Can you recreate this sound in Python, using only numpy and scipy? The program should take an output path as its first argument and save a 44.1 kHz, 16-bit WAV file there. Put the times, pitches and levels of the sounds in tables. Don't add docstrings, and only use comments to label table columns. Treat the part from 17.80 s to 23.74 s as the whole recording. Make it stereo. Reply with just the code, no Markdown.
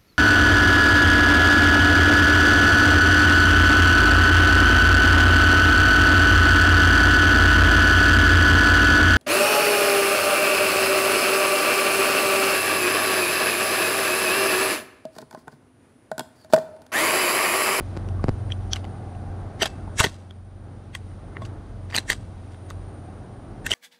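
import sys
import numpy as np
from scipy import signal
from scipy.fft import rfft, irfft, next_fast_len
from scipy.io import wavfile
from scipy.ndimage import uniform_filter1d

SR = 44100
rng = np.random.default_rng(int(sys.argv[2]) if len(sys.argv) > 2 else 0)


def volts(x):
    e = np.asarray(x, float) / 20
    return 10 ** e


def store_pcm(level_fs):
    pcm = np.round(np.clip(level_fs, -1, 1) * 32767).astype(np.int16)
    wavfile.write(sys.argv[1], SR, np.atleast_2d(pcm).T)


N = 261954

# (frequency [Hz], width [Hz], level [dB])
STEEL = [(420, 290, -2), (660, 130, -5), (930, 590, -3), (1028, 200, -3), (1230, 580, -6), (1615, 370, 3.5),
         (1880, 120, -1.5), (2200, 190, 0), (2700, 180, 1.5), (3225, 630, 4.5), (3830, 336, -1),
         (4350, 230, -3), (4850, 140, -4.5), (5570, 710, -1), (6550, 1200, -2.5), (7390, 1200, -4),
         (7960, 580, -8.5), (9600, 500, -8), (9989.5, 640, -21.5), (11970, 820, -12), (13200, 700, -22),
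         (14200, 980, -22.5)]


def level(x, db):
    return x * volts(db) / np.sqrt(np.mean(x ** 2))


def add(track, s, sound):
    i = int(s * SR)
    track[..., i:i + sound.shape[-1]] += sound[..., :track.shape[-1] - i]


def colour(x, points):
    hz, db = np.transpose(points)
    size = next_fast_len(len(x))
    f = np.arange(size // 2 + 1) * SR / size + 1
    gain = volts(np.interp(np.log(f), np.log(hz), db, -120, -120))
    return irfft(rfft(x, size) * gain, size)[:len(x)]


def walk(rate_hz):
    k = int(SR / rate_hz)
    held = np.repeat(rng.standard_normal(N // k + 1), k)
    return 1.3 * uniform_filter1d(uniform_filter1d(held, k), k)[:N]


def bed(points, flicker_db, rate_hz):
    return volts(flicker_db * walk(rate_hz)) * level(colour(rng.standard_normal(N), points), 0)


def ring(hz, t60, phase, rise, late=0, bell=1):
    t = np.arange(2600) / SR - .003 - late
    age = np.where(t < 0, -t / rise, t)
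    shape = np.exp(-(np.log(1000) / t60 * age) ** bell)
    return shape * np.sin(2 * np.pi * (hz * t + phase))


def engine():
    # (multiple of shaft rate [1], level [dB])
    multiples = [(2, -10.5), (3, -19.5), (4, 2.5), (5, -7.5), (8, -20), (9, -17), (10, -19)]
    # (time [s], level [dB])
    carry = [(0, -35), (.35, -27.5), (.48, -34), (.61, -26.5), (1.14, -33.5), (1.64, -33.5), (2.1, -34.5),
             (2.63, -33), (3.27, -32.5), (3.44, -41), (3.7, -30), (3.8, -36.5), (4.04, -26.5), (4.3, -36.5),
             (4.43, -31), (4.85, -39), (5.19, -35.5), (5.94, -39.5)]
    shaft_hz = 22.78 * (1 + 0.01208 * walk(6))
    turn = 2 * np.pi * np.cumsum(shaft_hz) / SR
    lines = [volts(db + 2.57 * walk(7.2)) * np.sin(k * turn + 2 * np.pi * rng.random())
             for k, db in multiples]
    return level(sum(lines), 0) * volts(np.interp(np.arange(N) / SR, *np.transpose(carry)))


def rumble():
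    # (frequency [Hz], density [dB per Hz])
    spectrum = [(15, -11.5), (25, -9.5), (45, 7), (60, -0.5), (75, 2), (110, -10), (140, -35)]
    # (time [s], level [dB], width [s])
    gusts = [
        (0, 8, 0.054),
        (.48, 2, 0.094),
        (1.6, 5, 0.14),
        (2.24, 6.5, 0.09),
        (2.63, -4, 0.17),
        (3.27, 6, .15),
        (4.1, -12, .15),
        (4.35, 5, 0.13),
        (4.81, -16, 0.094),
        (5.2, 0, 0.18),
    ]
    t = np.arange(N) / SR
    gust_db = sum(db * np.exp(-((t - s) / width) ** 2) for s, db, width in gusts)
    return bed(spectrum, 2.7, 6) * volts(-41 + gust_db)


def tyres():
    # (time nearest [s], rms level there [dB], time to double the distance [s])
    passes = [
        (1.4, -47.5, 0.65),
        (5.7, -52.5, 0.76),
    ]
    # (frequency [Hz], density [dB per Hz])
    band = [(600, -23), (700, -1.5), (780, 1.5), (850, -6), (950, -22.5)]
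    t = np.arange(N) / SR
    nearness = sum(volts(db) / (1 + ((t - s) / span) ** 2) for s, db, span in passes)
    return bed(band, 0.56, 4.6) * nearness


def woods():
    # (frequency [Hz], density [dB per Hz])
    wash = [(65, -32.5), (110, 3.5), (119, -1), (253, -7.5), (317, -7), (491, -14), (575, -13.5),
            (657, -13.5), (811, -17), (990, -20), (1470, -24), (1640, -26), (2600, -47.5), (3380, -70.5),
            (5720, -120)]
    # (frequency [Hz], density [dB per Hz])
    leaves = [(1200, -13.5), (2000, 6), (3000, 3), (5000, -1.5), (8000, -8.5), (10300, -6.5), (11000, -21),
              (15000, -25.5), (16000, -59.5)]
    # (frequency [Hz], density [dB per Hz])
    insects = [(8000, -20.5), (8800, 3.5), (9300, 4.5), (9700, 3), (10200, -19), (10800, -24.5)]
    hiss = bed(insects, 1.5, 44) * volts(-67.5 + 1.5 * walk(4))
    return bed(wash, 1.25, 6.065) * volts(-38) + bed(leaves, 0.63, 6.9) * volts(-60.5) + hiss


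def surroundings():
    # (time [s], level [dB])
    gain = [
        (0, 0.5),
        (.6, -0.5),
        (1.6, -2),
        (2.15, -1.5),
        (2.3, -7),
        (2.7, -8.5),
        (3.3, -4),
        (4.4, -4.5),
        (4.9, -2.5),
        (5.94, -3.5),
    ]
    t = np.arange(N) / SR
    near, apart = woods(), woods()
    mid = engine() + rumble() + tyres() + near
    width_db = -9 - 46 * np.maximum(t - 0.65, 0)
    side = colour(apart, [(60, -28), (400, -12.5), (1500, 5), (16000, 3.0)]) * volts(width_db)
    trace = colour(apart, [(1000, -32), (3000, 1), (10500, -2), (11500, 18), (16000, 19)])
    side = side + trace * volts(-24 + 4.0 * walk(6))
    return volts(np.interp(t, *np.transpose(gain))) * np.array([mid + side, mid - side])


def taps():
    # (time [s], peak level [dB], tick relative level [dB])
    touches = [
        (.0079, -17.5, -15),
        (0.167, -18.5, -11),
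        (0.1726, -17.5, -5.5),
        (0.4414, -6, -14.5),
        (0.4838, -6.5, -24),
        (0.4916, -7.5, -11.5),
    ]
    tick_hz, tick_s = 3400, .00007
    out = np.zeros((2, N))
    t = np.arange(1, 1600) / SR
    turns = np.log(1 + t / .0003) / 1.7
    swing = np.cos(2 * np.pi * turns) * np.exp(-t / .011) * np.minimum(t / .0008 + .3, 1)
    swing = swing - .2 * np.exp(-t / .005) * np.minimum(t / .0003, 1)
    swing = signal.lfilter(*signal.butter(2, 8500, fs=SR), swing)
    slow = swing * np.minimum(t / .003, 1) ** 1.5
    tick = -np.exp(-np.abs(t - .0004) / tick_s) * np.cos(2 * np.pi * tick_hz * (t - .0004))
    for s, db, tick_db in touches:
        add(out, s, volts(db) * (np.array([.5 * slow, swing]) + volts(tick_db) * tick))
    return signal.sosfilt(signal.butter(4, 12500, fs=SR, output="sos"), out)


def barrel():
    # (time [s], peak level [dB], frequency [Hz], t60 [s])
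    hums = [
        (1.86, -53, 2640, 0.53),
        (1.88, -56, 7820, 0.21),
        (3.6193, -33.5, 1090, 0.079),
        (3.62, -52, 3350, .09),
        (3.622, -53, 3520, .09),
        (4.185, -57, 7500, 0.15),
        (4.186, -46, 4080, 0.16),
        (4.301, -51, 8200, 0.34),
    ]
    out, t = np.zeros(N), np.arange(SR // 2) / SR
    for s, db, hz, t60 in hums:
        add(out, s, volts(db - 60 * t / t60) * np.sin(2 * np.pi * hz * t))
    return out


def strokes(fall_db_s, treble):
    # (time at full rub [s], rms level [dB], lead-in [s], hold [s], treble relative level [dB])
    rubs = [(0.715, -54, .025, 0.01, -14), (0.926, -40.5, 0.019, 0.042, -30.5),
            (1.817, -28.5, 0.03, 0.022, -16), (1.853, -39, 0.019, 0.014, -13),
            (2.193, -22, 0.037, 0.013, -2.5), (2.236, -26.5, 0.019, 0.0089, -8.5),
            (2.254, -39.5, .02, 0.0096, -11), (2.276, -57.5, .02, 0.0067, -14),
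            (3.149, -43, 0.0092, .001, -1.5), (3.655, -51.5, 0.02, 0.0083, -14), (3.619, -58, .01, .02, -8),
            (4.105, -49.5, .02, 0.024, -15), (4.149, -31, 0.019, 0.035, -7),
            (4.301, -29, 0.043, 0.006, -3.5), (4.316, -38.5, 0.025, 0.016, -12),
            (4.72, -62, .03, 0.025, -12), (4.905, -50, .03, .002, -11), (5.864, -34.5, 0.017, .002, 0),
            (5.898, -47, .01, .012, -8), (5.907, -36, 0.015, 0.026, 1.5)]
    out, settle = np.zeros(N), np.zeros(N)
    t = np.arange(-SR // 8, SR // 2) / SR
    for s, db, lead_s, hold_s, treble_db in rubs:
        after = np.maximum(t - hold_s, 0)
        size = volts(db - 1.5 + treble * treble_db)
        add(out, s + t[0], size * np.where(t < 0, volts(38 * t / lead_s), volts(-fall_db_s * after)))
        add(settle, s + t[0], size * (t > 0) * volts(-25.5 - 8.0 * treble - 108 * after))
    return out * volts(2 * walk(60)) + settle


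def slides():
    slips = rng.standard_normal(N) * volts(2.0 * rng.exponential(size=N) + 2.5 * walk(400))
    low, high = np.zeros(N), np.zeros(N)
    for hz, width_hz, db in STEEL:
        mode = signal.lfilter(*signal.iirpeak(hz, hz / width_hz, SR), slips)
        gain = volts(db) * np.sqrt(1000 / width_hz) * volts(-8 * (hz > 11000))
        add(low if hz < 5000 else high, 0, gain * mode)
    low = level(colour(low, [(20, 0), (9000, 0), (11500, -7), (20000, -16)]), 0)
    high = level(colour(high, [(2000, 0), (9500, 0), (11000, -18), (20000, -28)]), 0)
    return strokes(748, treble=0) * low + strokes(948.5, treble=0.95) * high


def pings():
    # (time [s], peak level [dB], frequency [Hz])
    tones = [(.72, -40, 5700), (0.727, -42, 3300), (0.9384, -31, 3060), (0.965, -33, 4000),
             (.9666, -31, 2800), (1.8172, -18, 1790), (1.8223, -26, 5900), (1.8239, -25, 7800),
             (1.8263, -17.5, 4570), (1.8254, -25, 5930), (1.8293, -23, 3800), (1.831, -23, 6000),
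             (1.8316, -21, 4720), (1.8321, -26, 1900), (1.8373, -27, 3200), (1.856, -24, 1606),
             (2.1893, -21, 1695), (2.1928, -23, 1710), (2.196, -19, 1400), (2.198, -13.5, 2200),
             (2.1993, -20, 7700), (2.201, -15, 1797), (2.201, -20, 7400), (2.202, -20, 4000),
             (2.204, -18, 9100), (2.207, -22, 8700), (2.211, -19, 1400), (2.2428, -18.5, 2990),
             (2.2479, -18, 3310), (3.1508, -35, 4600), (3.1518, -36, 8400), (3.1518, -38, 9400),
             (5.9076, -31, 5600), (3.623, -45, 2100), (3.653, -51, 6700), (4.1478, -21, 1900),
             (4.1525, -26, 2920), (4.1533, -26, 1198), (4.155, -28, 8400), (4.1578, -26, 2390),
             (4.164, -25, 7800), (4.1657, -21, 8740), (4.1655, -23, 2500), (4.1664, -28, 6200),
             (4.179, -20, 4400), (4.1787, -21, 3720), (4.1843, -18.5, 1700), (4.1845, -23, 8100),
             (4.1905, -27, 4000), (4.301, -22.5, 7600), (4.3012, -24, 4530), (4.307, -24, 3510),
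             (4.3129, -28, 4550), (4.3197, -25, 4500), (4.3196, -29, 3220), (4.329, -32, 1600),
             (5.8654, -21, 2700), (5.8742, -29, 1800), (5.9275, -24, 1990), (5.937, -23, 3280)]
    out = np.zeros(N)
    for s, db, hz in tones:
        add(out, s - .003, volts(db) * ring(hz, .011, hz * s, .7, bell=1.5))
    return out


def knocks():
    # (time [s], peak level [dB], frequency [Hz])
    parts = [(.396, -33, 1150), (.721, -36, 2518), (.721, -41, 1900), (.9329, -10, 5700),
             (.9331, -16, 4400), (.933, -28, 1530), (1.045, -31, 780), (1.805, -34, 720), (1.82, -21, 680),
             (1.821, -19, 1300), (1.858, -24, 790), (2.0785, -33, 900), (1.823, -24, 960),
             (2.2065, -15, 1230), (2.2072, -14, 1060), (2.208, -18, 888), (2.245, -20, 920),
             (3.151, -31.5, 1080), (3.152, -28, 1900), (3.151, -30, 2500), (3.652, -38, 4500),
             (4.165, -28, 900), (4.302, -29, 850), (5.867, -27, 2720)]
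    # (time [s], peak level [dB], frequency [Hz])
    stock = [(1.82, -17.5, 388), (1.828, -22, 400), (2.204, -8.5, 83.3), (2.244, -17.5, 121),
             (2.245, -15.5, 420), (2.262, -21, 340), (2.269, -20, 151), (4.186, -27, 332),
             (4.301, -27.5, 380), (4.31, -23, 55), (5.918, -25.5, 410)]
    # (time [s], peak level [dB])
    tube = [
        (1.829, -19),
        (2.216, -22),
        (3.62, -34.5),
        (4.185, -50),
        (5.908, -28),
    ]
    # (time [s], peak level [dB])
    spring = [(1.824, -33), (2.187, -42), (2.197, -35), (2.2015, -24), (2.208, -35), (2.239, -36),
              (2.249, -40), (3.152, -48), (4.143, -45), (4.1533, -31), (4.165, -33), (4.184, -38),
              (4.3012, -29), (4.32, -44), (4.903, -54), (5.864, -35), (5.917, -39)]
    # (frequency [Hz], level [dB])
    spring_modes = [(11900, -1.5), (12600, 0.5), (13400, -4.5), (14500, -11)]
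    rows = [(s, db, hz, 29.6 / hz) for s, db, hz in parts]
    rows += [(s, db, hz, .033) for s, db, hz in stock]
    rows += [(s, db, 648, .061) for s, db in tube]
    rows += [(s, db + mode_db, hz, .013) for s, db in spring for hz, mode_db in spring_modes]
    out = np.zeros(N)
    for s, db, hz, t60 in rows:
        phase = .25 + (hz > 11000) * hz * s
        add(out, s - .003, -volts(db) * ring(hz, t60, phase, .15))
    return out


def clicks():
    # (time [s], ring level [dB], ring frequency [Hz],
    # modes near 1.5 kHz relative level [dB], modes near 8 kHz relative level [dB])
    ticks = [(0.288, -47.5, 2830, -8, -4), (0.704, -43, 1120, 1.5, -30), (0.7219, -19.5, 3200, -22.5, -26),
             (.9338, -16, 3220, -23, -14.5), (.953, -46, 3050, -3, -19), (0.9602, -27.5, 2920, -12, -10),
             (0.9663, -31.5, 2140, -10.5, -16), (1.0438, -38.5, 2940, -9, -17),
             (1.051, -44.5, 2080, -4, -9), (1.351, -47, 2700, -15, -25), (2.5093, -38, 3280, -10.5, -17),
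             (3.1515, -26.5, 3250, -10, -12), (3.154, -33.5, 1880, -11, -10), (3.3164, -50, 1840, -11, -27),
             (3.569, -30, 1880, -7, -46), (3.5687, -38.5, 2770, -15, -30), (3.621, -39, 1000, -10, -19),
             (3.652, -38, 2800, -7, -17), (3.6556, -44, 2960, -5, -12), (4.7457, -47, 1780, -5.5, -22),
             (4.903, -37.5, 1930, -10.5, -8), (4.908, -44, 1100, 6, -25)]
    bolt_back = [
        (1.8124, -28, 2100, -8, -22),
        (1.8205, -14.5, 3100, -11.5, -18),
        (1.8239, -22.5, 3200, -10, -9),
        (1.8271, -17.5, 2800, -12, -6),
        (1.8321, -18.5, 3000, -8, -12),
        (1.8447, -32, 2960, -4, -19),
        (1.8575, -23, 3300, -10.5, -4),
        (1.8603, -28, 1620, -9.5, -9),
        (1.8668, -33.5, 3300, -1, -21),
    ]
    bolt_slam = [(2.196, -22.5, 6700, -9, -14), (2.202, -15, 2730, -9.5, -10.5),
                 (2.2082, -20.5, 3400, -8.5, -6), (2.2172, -28.5, 2804, -9, -12),
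                 (2.2337, -33.5, 1880, -10, -12), (2.2392, -19.5, 1940, -5, -9),
                 (2.2429, -13, 1920, -16.5, -10), (2.2484, -18, 1880, -8.5, -13),
                 (2.252, -28.5, 2020, -4, -11), (2.261, -35, 1910, 1.5, -4),
                 (2.2688, -31.5, 1960, -3, -10.5)]
    shell_in = [(4.102, -50, 4300, 3, -14), (4.1116, -43, 2490, -8, -11), (4.1253, -43, 4700, -1, -20),
                (4.1321, -27, 1880, -15, -28), (4.1426, -29, 1900, -8, -20),
                (4.1478, -17, 2980, -19.5, -25), (4.1536, -23.5, 4670, -10.5, -28),
                (4.158, -23, 4820, -15, -15), (4.1643, -18, 4250, -20, -4), (4.1788, -18, 1880, -12.5, -13),
                (4.1842, -12.5, 4040, -18, -13)]
    carrier = [
        (4.3014, -8.5, 1850, -22.5, -13),
        (4.3045, -20.5, 3830, -11, -13),
        (4.313, -31, 3130, -5, -8),
        (4.3207, -21, 1880, -12, -17),
        (4.33, -31.5, 3080, -4, -4),
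    ]
    latch = [
        (5.865, -21.5, 1710, -19, -10),
        (5.8688, -17, 1700, -28, -19),
        (5.8925, -34, 2110, -10, -14),
        (5.909, -25, 2880, -14, -5),
        (5.9175, -7.5, 3040, -36, -21),
        (5.928, -21, 2880, -18, -17),
        (5.9333, -22, 3130, -20, -12),
        (5.937, -21.5, 2080, -16, -11),
    ]
    # (contacts, t60 [s])
    actions = [(ticks, .01), (bolt_back, .014), (bolt_slam, .017),
               (shell_in, .011), (carrier, .0099), (latch, .011)]
    out = np.zeros(N)
    hz, width_hz, steel_db = np.transpose(STEEL)
    rows = [(*row, t60) for hits, t60 in actions for row in hits]
    chance = rng.standard_normal((len(rows), 5, len(STEEL)))
    for row, (phase, off, mix, damp, late) in zip(rows, chance):
        s, db, ring_hz, low_db, high_db, t60 = row
        tilt_db = np.interp(np.log(hz), np.log([1500, 8000]), [low_db, high_db])
        gains = volts(steel_db + tilt_db + mix + 2.0)
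        lives = t60 * (3000 / hz) ** .35 * volts(2 * damp - 3)
        lags = .0004 * np.abs(late)
        pitches = hz + .5 * width_hz * off
        body = sum(g * ring(f, life, p, .312, lag)
                   for g, f, life, p, lag in zip(gains, pitches, lives, phase, lags))
        crack = sum(g * ring(f, .004, p, .3) for g, f, p in zip(gains, pitches, mix))
        part = ring(ring_hz, t60, phase[0], .57, bell=1.54)
        add(out, s - .003, volts(db) * (1.2 * part + body + volts(1.5) * crack))
    return out


def ports(x):
    # (frequency [Hz], level relative to the common sound [dB])
    scatter = [(100, -64), (1000, -31), (3500, -22), (6500, -14), (9500, -14), (11200, -8), (13000, -0.5),
               (16000, -2)]
    # (frequency [Hz], level relative to the common sound [dB])
    right_only = [(10800, -41.5), (11500, -6.5), (12300, 1.5), (16000, 4.5)]
    side = walk(500) * colour(x, scatter) - colour(x, right_only)
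    return np.array([x + side, x - side])


def scene():
    gun = ports(clicks() + knocks() + pings() + barrel() + slides())
    return surroundings() + taps() + gun


def roll_off(x):
    return signal.sosfilt(signal.butter(12, 15720, fs=SR, output="sos"), x)


def record(dry):
    ceiling = 1.1
    held = ceiling * np.tanh(dry / ceiling)
    t = np.arange(-1500, 1501) / SR
    halo = rng.standard_normal(len(t)) * np.exp(-((t + .0043) / .013) ** 2)
    halo = halo * volts(-11.5) / np.sqrt(np.sum(halo ** 2))
    bright = signal.sosfilt(signal.butter(3, [1200, 9800], "band", fs=SR, output="sos"), held)
    wet = held + signal.fftconvolve(bright, halo[None], "same", axes=1)
    wet = signal.sosfilt(signal.ellip(8, .5, 60, 15250, fs=SR, output="sos"), wet)
    return roll_off(wet)


dry = scene()
out = record(dry)
store_pcm(out)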